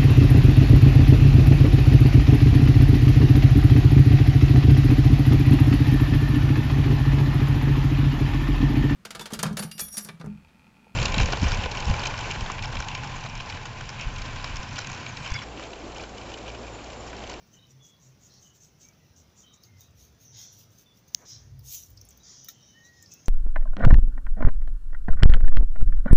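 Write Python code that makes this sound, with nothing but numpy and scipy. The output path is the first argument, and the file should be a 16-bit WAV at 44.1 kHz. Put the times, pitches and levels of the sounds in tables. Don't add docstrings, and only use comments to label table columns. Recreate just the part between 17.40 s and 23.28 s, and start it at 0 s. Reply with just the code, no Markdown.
import sys
import numpy as np
from scipy import signal
from scipy.fft import rfft, irfft
from scipy.io import wavfile
from scipy.ndimage import uniform_filter1d

SR = 44100
rng = np.random.default_rng(int(sys.argv[2]) if len(sys.argv) > 2 else 0)


def dump(signal):
    limited = np.clip(np.atleast_2d(signal).T, -1, 1)
    pcm = np.round(limited * 32767).astype(np.int16)
    wavfile.write(sys.argv[1], SR, pcm)


N = 259440
T = np.arange(N) / SR

# frequency in Hz, gain in dB.
ROOM_COLOUR = [(25, -20), (38, -10), (65, -3.5), (142, 1), (320, -10), (597, -14.5), (999, -19.5),
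               (4680, -25), (5980, -18), (8280, -43.5), (13500, -40), (15000, -33), (16300, -39)]
# start in seconds, nominal length in seconds, pitch in Hz,
# level in dB, roughness from 0 to 1.
CHIRPS = [(0.128, .13, 3040, -60.5, 0.6), (0.182, 0.091, 3790, -64, 0.47), (0.396, 0.16, 3380, -57, 0.26),
          (1.018, 0.11, 3050, -62, 0.55), (1.425, 0.087, 2295, -64.5, .2), (2.03, 0.099, 3120, -60.5, 0.55),
          (2.059, 0.18, 3800, -63.5, 0.65), (2.266, 0.13, 2060, -65, 0.38), (2.4, 0.085, 3740, -61.5, 0.55),
          (2.956, 0.097, 3610, -59, 0.3), (3.454, 0.083, 3500, -62, 0.24), (4.8, 0.048, 3830, -61, 0.54),
          (5.03, 0.095, 3010, -63, .4), (5.14, 0.11, 3070, -63, .7), (5.198, 0.13, 3790, -66, 0.1),
          (5.276, 0.13, 3010, -59.5, 0.17), (5.431, 0.073, 3940, -62, .3), (5.702, 0.08, 2640, -61.5, 0.42)]
# start, highest point and end in seconds.
WHISTLE_TIMES = (5.335, 5.5, 5.69)
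# peak time in seconds, pitch in Hz, level in dB.
BOOMS = [(1.769, 79.7, -60.5), (2.37, 111.6, -53.5), (2.495, 93.35, -55), (2.62, 72, -59),
         (2.949, 111.3, -56), (3.24, 111, -56.5), (3.96, 114.9, -55), (4.15, 99.5, -49), (4.177, 61.4, -53),
         (4.554, 98.3, -54), (4.58, 62.14, -56), (5.601, 92, -60)]
# peak time in seconds, peak level in dB.
HUM_SWELLS = [(.39, -50.5), (0.709, -52.5), (1.0, -60.5), (4.17, -45), (4.27, -49), (5.04, -58)]
# start in seconds, nominal length in seconds, first pitch in Hz,
# last pitch in Hz, level in dB.
SQUEAKS = [(0.899, 0.098, 4150, 4330, -64.5), (2.848, 0.089, 6000, 5960, -57),
           (5.226, 0.11, 5450, 6120, -61.5)]
# start in seconds, peak level in dB, 60 dB fade time in seconds,
# share of the peak reached at once.
SWISHES = [(.88, -63, 0.48, 0.33), (2.916, -47.5, 0.53, .05), (3.853, -48.5, 0.4, 0.54),
           (4.552, -67, 6.7, 0.35), (4.834, -48.5, 0.57, 0.44), (5.53, -65.5, 1.6, 0.33)]
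# frequency in Hz, gain in dB.
SWISH_COLOUR = [(2900, -24), (3270, -9), (4530, -12.5), (5680, 0), (6560, -2), (9000, -50)]
# start in seconds, end in seconds, level in dB.
RUSTLE = (3.76, 3.858, -59.5)
# start in seconds, peak of the body in dB, centre in Hz, treble peak against it in dB.
CLICKS = [(0.939, -46, 5400, -15), (1.486, -45, 6000, -17), (2.138, -46, 6130, -32),
          (2.2358, -45, 4900, -5), (2.4078, -46, 6160, -1), (4.192, -52, 4900, 3), (4.503, -60, 5800, 12),
          (4.5737, -41.5, 5000, -20), (4.613, -39, 5770, -9), (4.6512, -52, 10100, -3),
          (4.688, -45, 6960, -7), (4.707, -46, 6160, -3), (4.775, -54.5, 6200, 6.5),
          (5.0453, -42.5, 5060, -1), (5.0854, -36, 5900, 2), (5.0892, -38.5, 3700, -28),
          (5.088, -30.5, 5750, -16), (5.6253, -41, 6700, -7), (5.66, -43, 5050, -32),
          (5.717, -40, 5460, -21), (5.7375, -38.5, 5700, -4), (5.8585, -38, 6250, -39)]
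# frequency in Hz, relative level in dB, 60 dB decay in seconds.
KNOCK_MODES = [(1360, 5, 0.035), (1857, 7, 0.031), (2300, 0, 0.046), (3800, 8, 0.039)]
# frequency in Hz, gain in dB.
SNAP_COLOUR = [(500, -50), (2240, -17.5), (4020, -8), (5980, 4), (6730, 0.5), (8630, -35), (11400, -35),
               (12600, -34), (14900, -18), (16700, -17.5)]
# frequency in Hz, gain in dB.
SALT_COLOUR = [(2230, -6.5), (2740, -10), (5070, -7.5), (6430, 9), (9190, -21), (13500, -10.5),
               (14900, 6.5), (15650, -12), (15800, -25)]
# mode in Hz, lift over its broad colour in dB.
SHAKER_MODES = [(3680, 4.5), (5830, 7), (6400, 2.5), (7050, 4), (7600, 4.5)]
# peak time in seconds, level near 6 kHz in dB, half length in seconds.
SHAKES = [(0.144, -57.5, 0.031), (0.306, -57.5, 0.022), (0.461, -56.5, 0.053), (0.645, -60.5, 0.067),
          (0.848, -57, 0.058), (1.04, -56, 0.058), (1.155, -56, 0.028), (1.236, -55, 0.053),
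          (1.425, -52.5, 0.044), (1.784, -56.5, 0.039), (1.995, -55, 0.05), (2.144, -59, 0.024),
          (2.247, -57.5, 0.032), (2.413, -56.5, 0.052), (2.612, -55, 0.07), (2.826, -57.5, 0.046),
          (3.001, -51, 0.049), (3.133, -57, 0.027), (3.201, -54.5, 0.044), (3.332, -63.5, 0.031),
          (3.396, -59.5, 0.043), (3.572, -61, 0.033), (3.683, -58.5, 0.011), (3.759, -58.5, 0.082),
          (3.895, -48, 0.033), (4.713, -63, 0.032), (5.102, -54, 0.022), (5.458, -59, 0.031),
          (5.727, -48.5, 0.024)]
# time in seconds, treble against the body in dB.
SALT_TREBLE = [(1.4, -14.5), (2.17, -21), (2.22, -8), (3.4, 0.5), (3.9, -11.5), (5.1, 0.5), (5.7, -19)]
# frequency in Hz, gain in dB.
MIC_COLOUR = [(7500, 0.5), (9000, 5.5), (13600, 3.5), (14700, 1), (15500, 11), (15680, -18)]

ROOM_DB = -61.5
CHIRP_BLUR, CHIRP_SAG_PER_S = 0.12, 0.047
CHIRP_WAVER, CHIRP_SPLIT = 0.015, 0.02
WHISTLE_HZ, WHISTLE_BEND_HZ_S2, WHISTLE_DB, WHISTLE_FADE_DB_S = 1893, 4000, -57.5, 7.5
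RUMBLE_CYCLES = 13
RUMBLE_TONE, RUMBLE_BLUR = 0.27, 0.45
HUM_HZ, HUM_RISE_S, HUM_FALL_S = 131, 0.082, 0.034
SQUEAK_BLUR, SQUEAK_SLIDE_S = 0.18, 0.035
SWISH_RISE_S, SWISH_HOLD = 0.056, 0.092
STRAYS_PER_S, STRAY_DB, STRAY_SPREAD_DB = 6, -64, 2.5
KNOCK_S, KNOCK_DB = 5.084, -50
SNAP_S, SNAP_DB = 3.748, -3
SHAKER_WIDTH_HZ = 69
ARRIVE_FASTER = 1.75
RUB_START_S, RUB_S, RUB_DB = 4.23, 4.335, -39.5
RUB_RISE_DB_S, RUB_FALL_DB_S = 203, 162
RUB_TREBLE_DB, RUB_LOWER_DB = 2.5, -1
TOP_HZ = 16550


def undb(db):
    return 10 ** (np.asarray(db) / 20)


def level(x, db):
    return x * undb(db) / np.sqrt(np.mean(x ** 2))


def colour(x, points):
    hz, db = np.transpose(points)
    f = np.arange(len(x) // 2 + 1) * SR / len(x)
    gain = undb(np.interp(np.log(f + 1), np.log(hz), db))
    return irfft(rfft(x) * gain, len(x))


def band(x, lo_hz, hi_hz):
    return signal.sosfilt(signal.butter(3, [lo_hz, hi_hz], "band", fs=SR, output="sos"), x)


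def walk(rate, size=N):
    k = max(int(SR / rate), 1)
    steps = np.repeat(rng.standard_normal(size // k + 1), k)
    return uniform_filter1d(uniform_filter1d(steps, k), k)[:size]


def tone(hz):
    return np.sin(2 * np.pi * np.cumsum(hz) / SR)


def husky(hz, width_hz):
    turn = np.exp(2j * np.pi * np.cumsum(hz) / SR)
    blur = walk(width_hz, size=len(hz)) + 1j * walk(width_hz, size=len(hz))
    return level(np.real(turn * blur), 0)


def patchy(x, patch_db, wide_hz, long_s):
    f, t, z = signal.stft(x, SR, nperseg=512)
    bins, frames = max(int(wide_hz / f[1]), 1), max(int(long_s / t[1]), 1)
    field = rng.standard_normal(z.shape)
    for _ in range(2):
        field = uniform_filter1d(uniform_filter1d(field, bins, axis=0), frames, axis=1)
    gain = undb(patch_db * field / field.std())
    return signal.istft(z * gain, SR, nperseg=512)[1][:N]


def add(out, s, x):
    i = int(s * SR)
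    out[i:i + len(x)] += x[:N - i]


def room():
    hiss = rng.standard_normal(N)
    uneven = band(hiss, 15, 900) + patchy(band(hiss, 900, 20000), 3, 150, 0.12)
    return level(colour(uneven, ROOM_COLOUR), ROOM_DB) * undb(0.77 * walk(3.9))


def chirps():
    out, t = np.zeros(N), T[:SR // 2]
    for s, length, hz, db, rough in CHIRPS:
        swell = np.interp(t / length, [0, 0.12, 0.8, 1.4], [0, 1, 0.8, 0])
        swell = swell * undb(3 * walk(60, size=len(t)))
        waver = CHIRP_WAVER * walk(22.3, size=len(t))
        sag = hz * (1 - CHIRP_SAG_PER_S * (t - length / 2) + waver)
        climb = 1 + CHIRP_SPLIT * np.minimum(t / length, 1)
        strand = husky(sag * climb, CHIRP_BLUR * hz)
        add(out, s, undb(db) * swell * ((1 - rough) * tone(sag) + rough * strand))
    return out


def whistle():
    start, top, end = WHISTLE_TIMES
    arch = np.maximum(WHISTLE_HZ - WHISTLE_BEND_HZ_S2 * (T - top) ** 2, 0)
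    hz = arch * (1 + CHIRP_WAVER * walk(30))
    on = np.interp(T, [start, start + 0.025, end - 0.05, end], [0, 1, 1, 0])
    fade = undb(WHISTLE_DB - WHISTLE_FADE_DB_S * np.abs(T - start))
    return on * fade * (tone(hz) + 0.25 * husky(hz, 120))


def rumble():
    out = np.zeros(N)
    for s, hz, db in BOOMS:
        noise = husky(np.full(N, hz), RUMBLE_BLUR * hz)
        boom = RUMBLE_TONE * np.sin(2 * np.pi * hz * T) + 0.82 * noise
        out += undb(db) * np.exp(-((T - s) * hz / RUMBLE_CYCLES) ** 2) * boom
    return out


def hum():
    swell = np.zeros(N)
    for s, db in HUM_SWELLS:
        half = np.where(T < s, HUM_RISE_S, HUM_FALL_S)
        swell += undb(db) * np.exp(-((T - s) / half) ** 2)
    return swell * tone(HUM_HZ * (1 + 0.0097 * walk(7.9)))


def squeaks():
    out, t = np.zeros(N), T[:SR // 2]
    for s, length, first_hz, last_hz, db in SQUEAKS:
        hz = last_hz + (first_hz - last_hz) * np.exp(-t / SQUEAK_SLIDE_S)
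        swell = np.interp(t, [0, 0.004, 0.82 * length, 1.17 * length], [0.37, 1, 0.98, 0.036])
        add(out, s, undb(db) * swell * husky(hz, SQUEAK_BLUR * last_hz))
    return out


def swishes():
    swell = np.zeros(N)
    for s, db, t60, jump in SWISHES:
        fade_s = np.maximum(T - s - SWISH_RISE_S - SWISH_HOLD * t60, 0)
        rise = np.interp(T, [s - 0.003, s, s + SWISH_RISE_S], [0, jump, 1])
        swell += undb(db) * rise * np.exp(-np.log(1000) * fade_s / t60)
    hiss = patchy(colour(rng.standard_normal(N), SWISH_COLOUR), 4.2, 180, 0.093)
    return swell * undb(walk(50)) * level(hiss, 0)


def rustle():
    start, end, db = RUSTLE
    swell = np.interp(T, [start, start + 0.07, end, end + 0.0031], [0, 1, 1, 0])
    low = colour(rng.standard_normal(N), [(300, -4), (500, 4.5), (2200, -5.5), (3500, -41)])
    return swell * level(low, db)


def strays():
    rows = []
    for when, loud, pitch, bright in rng.random((int(STRAYS_PER_S * N / SR), 4)):
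        db = STRAY_DB - STRAY_SPREAD_DB * np.log(1 - loud)
        rows.append((when * N / SR, db, 4500 + 2500 * pitch, -16 + 14 * bright))
    return rows


def clicks():
    out, t = np.zeros(N), T[:2048]
    for s, db, hz, treble_db in CLICKS + strays():
        bounce_s = 0.00043 + 0.00085 * rng.random()
        bounce = 0.5 * (t > bounce_s) * np.exp(-(t - bounce_s) / 0.0018)
        shape = np.exp(-t / 0.00075) + bounce + 0.24 * np.exp(-t / 0.012)
        noise = rng.standard_normal(len(t))
        body = band(noise * shape, 0.914 * hz, 1.143 * hz)
        crack = band(band(colour(noise, SALT_COLOUR), 8500, 18000) * shape, 8500, 18000)
        crack = undb(treble_db) * crack / np.abs(crack).max()
        add(out, s, undb(db) * (body / np.abs(body).max() + crack))
    return out


def knock():
    out, t = np.zeros(N), T[:8192]
    hit = np.zeros(len(t))
    for hz, db, t60 in KNOCK_MODES:
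        hit += undb(db) * np.sin(2 * np.pi * hz * t) * np.exp(-np.log(1000) * t / t60)
    hit *= undb(KNOCK_DB) * (1 - np.exp(-t / 0.001))
    add(out, KNOCK_S, hit)
    add(out, KNOCK_S + 0.012, 0.4 * hit)
    return out


def snap():
    out, impulse = np.zeros(N), np.zeros(8192)
    impulse[0] = 1
    pulse = np.roll(colour(impulse, SNAP_COLOUR), 4096)
    add(out, SNAP_S - 4096 / SR, undb(SNAP_DB) * pulse / pulse.max())
    return out


def ring(x):
    f = np.arange(len(x) // 2 + 1) * SR / len(x)
    lift_db = sum(db / (1 + ((f - hz) / SHAKER_WIDTH_HZ) ** 2) for hz, db in SHAKER_MODES)
    return irfft(rfft(x) * undb(lift_db), len(x))


def grain_texture():
    impacts = rng.random(N) < 1500 / SR
    size = undb(3 * np.minimum(rng.exponential(size=N), 4)) * impacts
    skip = np.exp(-np.arange(200) / (0.001 * SR))
    grit = level(np.convolve(size, skip)[:N] * rng.standard_normal(N), 0)
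    return ring(colour(0.46 * grit + 0.5 * rng.standard_normal(N), SALT_COLOUR))


def shake_swell():
    swell = np.zeros(N)
    for s, db, half in SHAKES:
        late = (T - s) / max(half, 0.005)
        swell += undb(db) * np.exp(-np.where(late < 0, ARRIVE_FASTER * late, late) ** 2)
    return swell


def rub_swell():
    drop_db = np.maximum(RUB_RISE_DB_S * (RUB_S - T), RUB_FALL_DB_S * (T - RUB_S))
    contact = np.interp(T, [RUB_START_S - 0.02, RUB_START_S + 0.026], [0, 1])
    return undb(RUB_DB - drop_db) * contact


def salt():
    shakes, rub = shake_swell(), rub_swell()
    bright = shakes * undb(np.interp(T, *np.transpose(SALT_TREBLE)))
    even = grain_texture()
    grains = patchy(even, 3.8, 220, 0.04)
    lower_swell = 0.3 * shakes + 0.7 * bright + rub * undb(RUB_LOWER_DB)
    lower = lower_swell * level(band(even + grains, 2700, 4900), -7.5)
    body = (shakes + rub) * level(band(grains, 5000, 8140), 0)
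    treble = (bright + rub * undb(RUB_TREBLE_DB)) * level(band(grains, 6680, 14000), 0)
    return lower + body + treble


def scene():
    background = room() + chirps() + whistle() + rumble() + hum()
    handling = squeaks() + swishes() + rustle() + clicks() + knock() + snap()
    return (background + handling + salt())[None]


def record(dry):
    top_cut = signal.ellip(8, 0.2, 70, TOP_HZ, fs=SR, output="sos")
    return signal.sosfilt(top_cut, colour(dry[0], MIC_COLOUR)[None])


dry = scene()
out = record(dry)
dump(out)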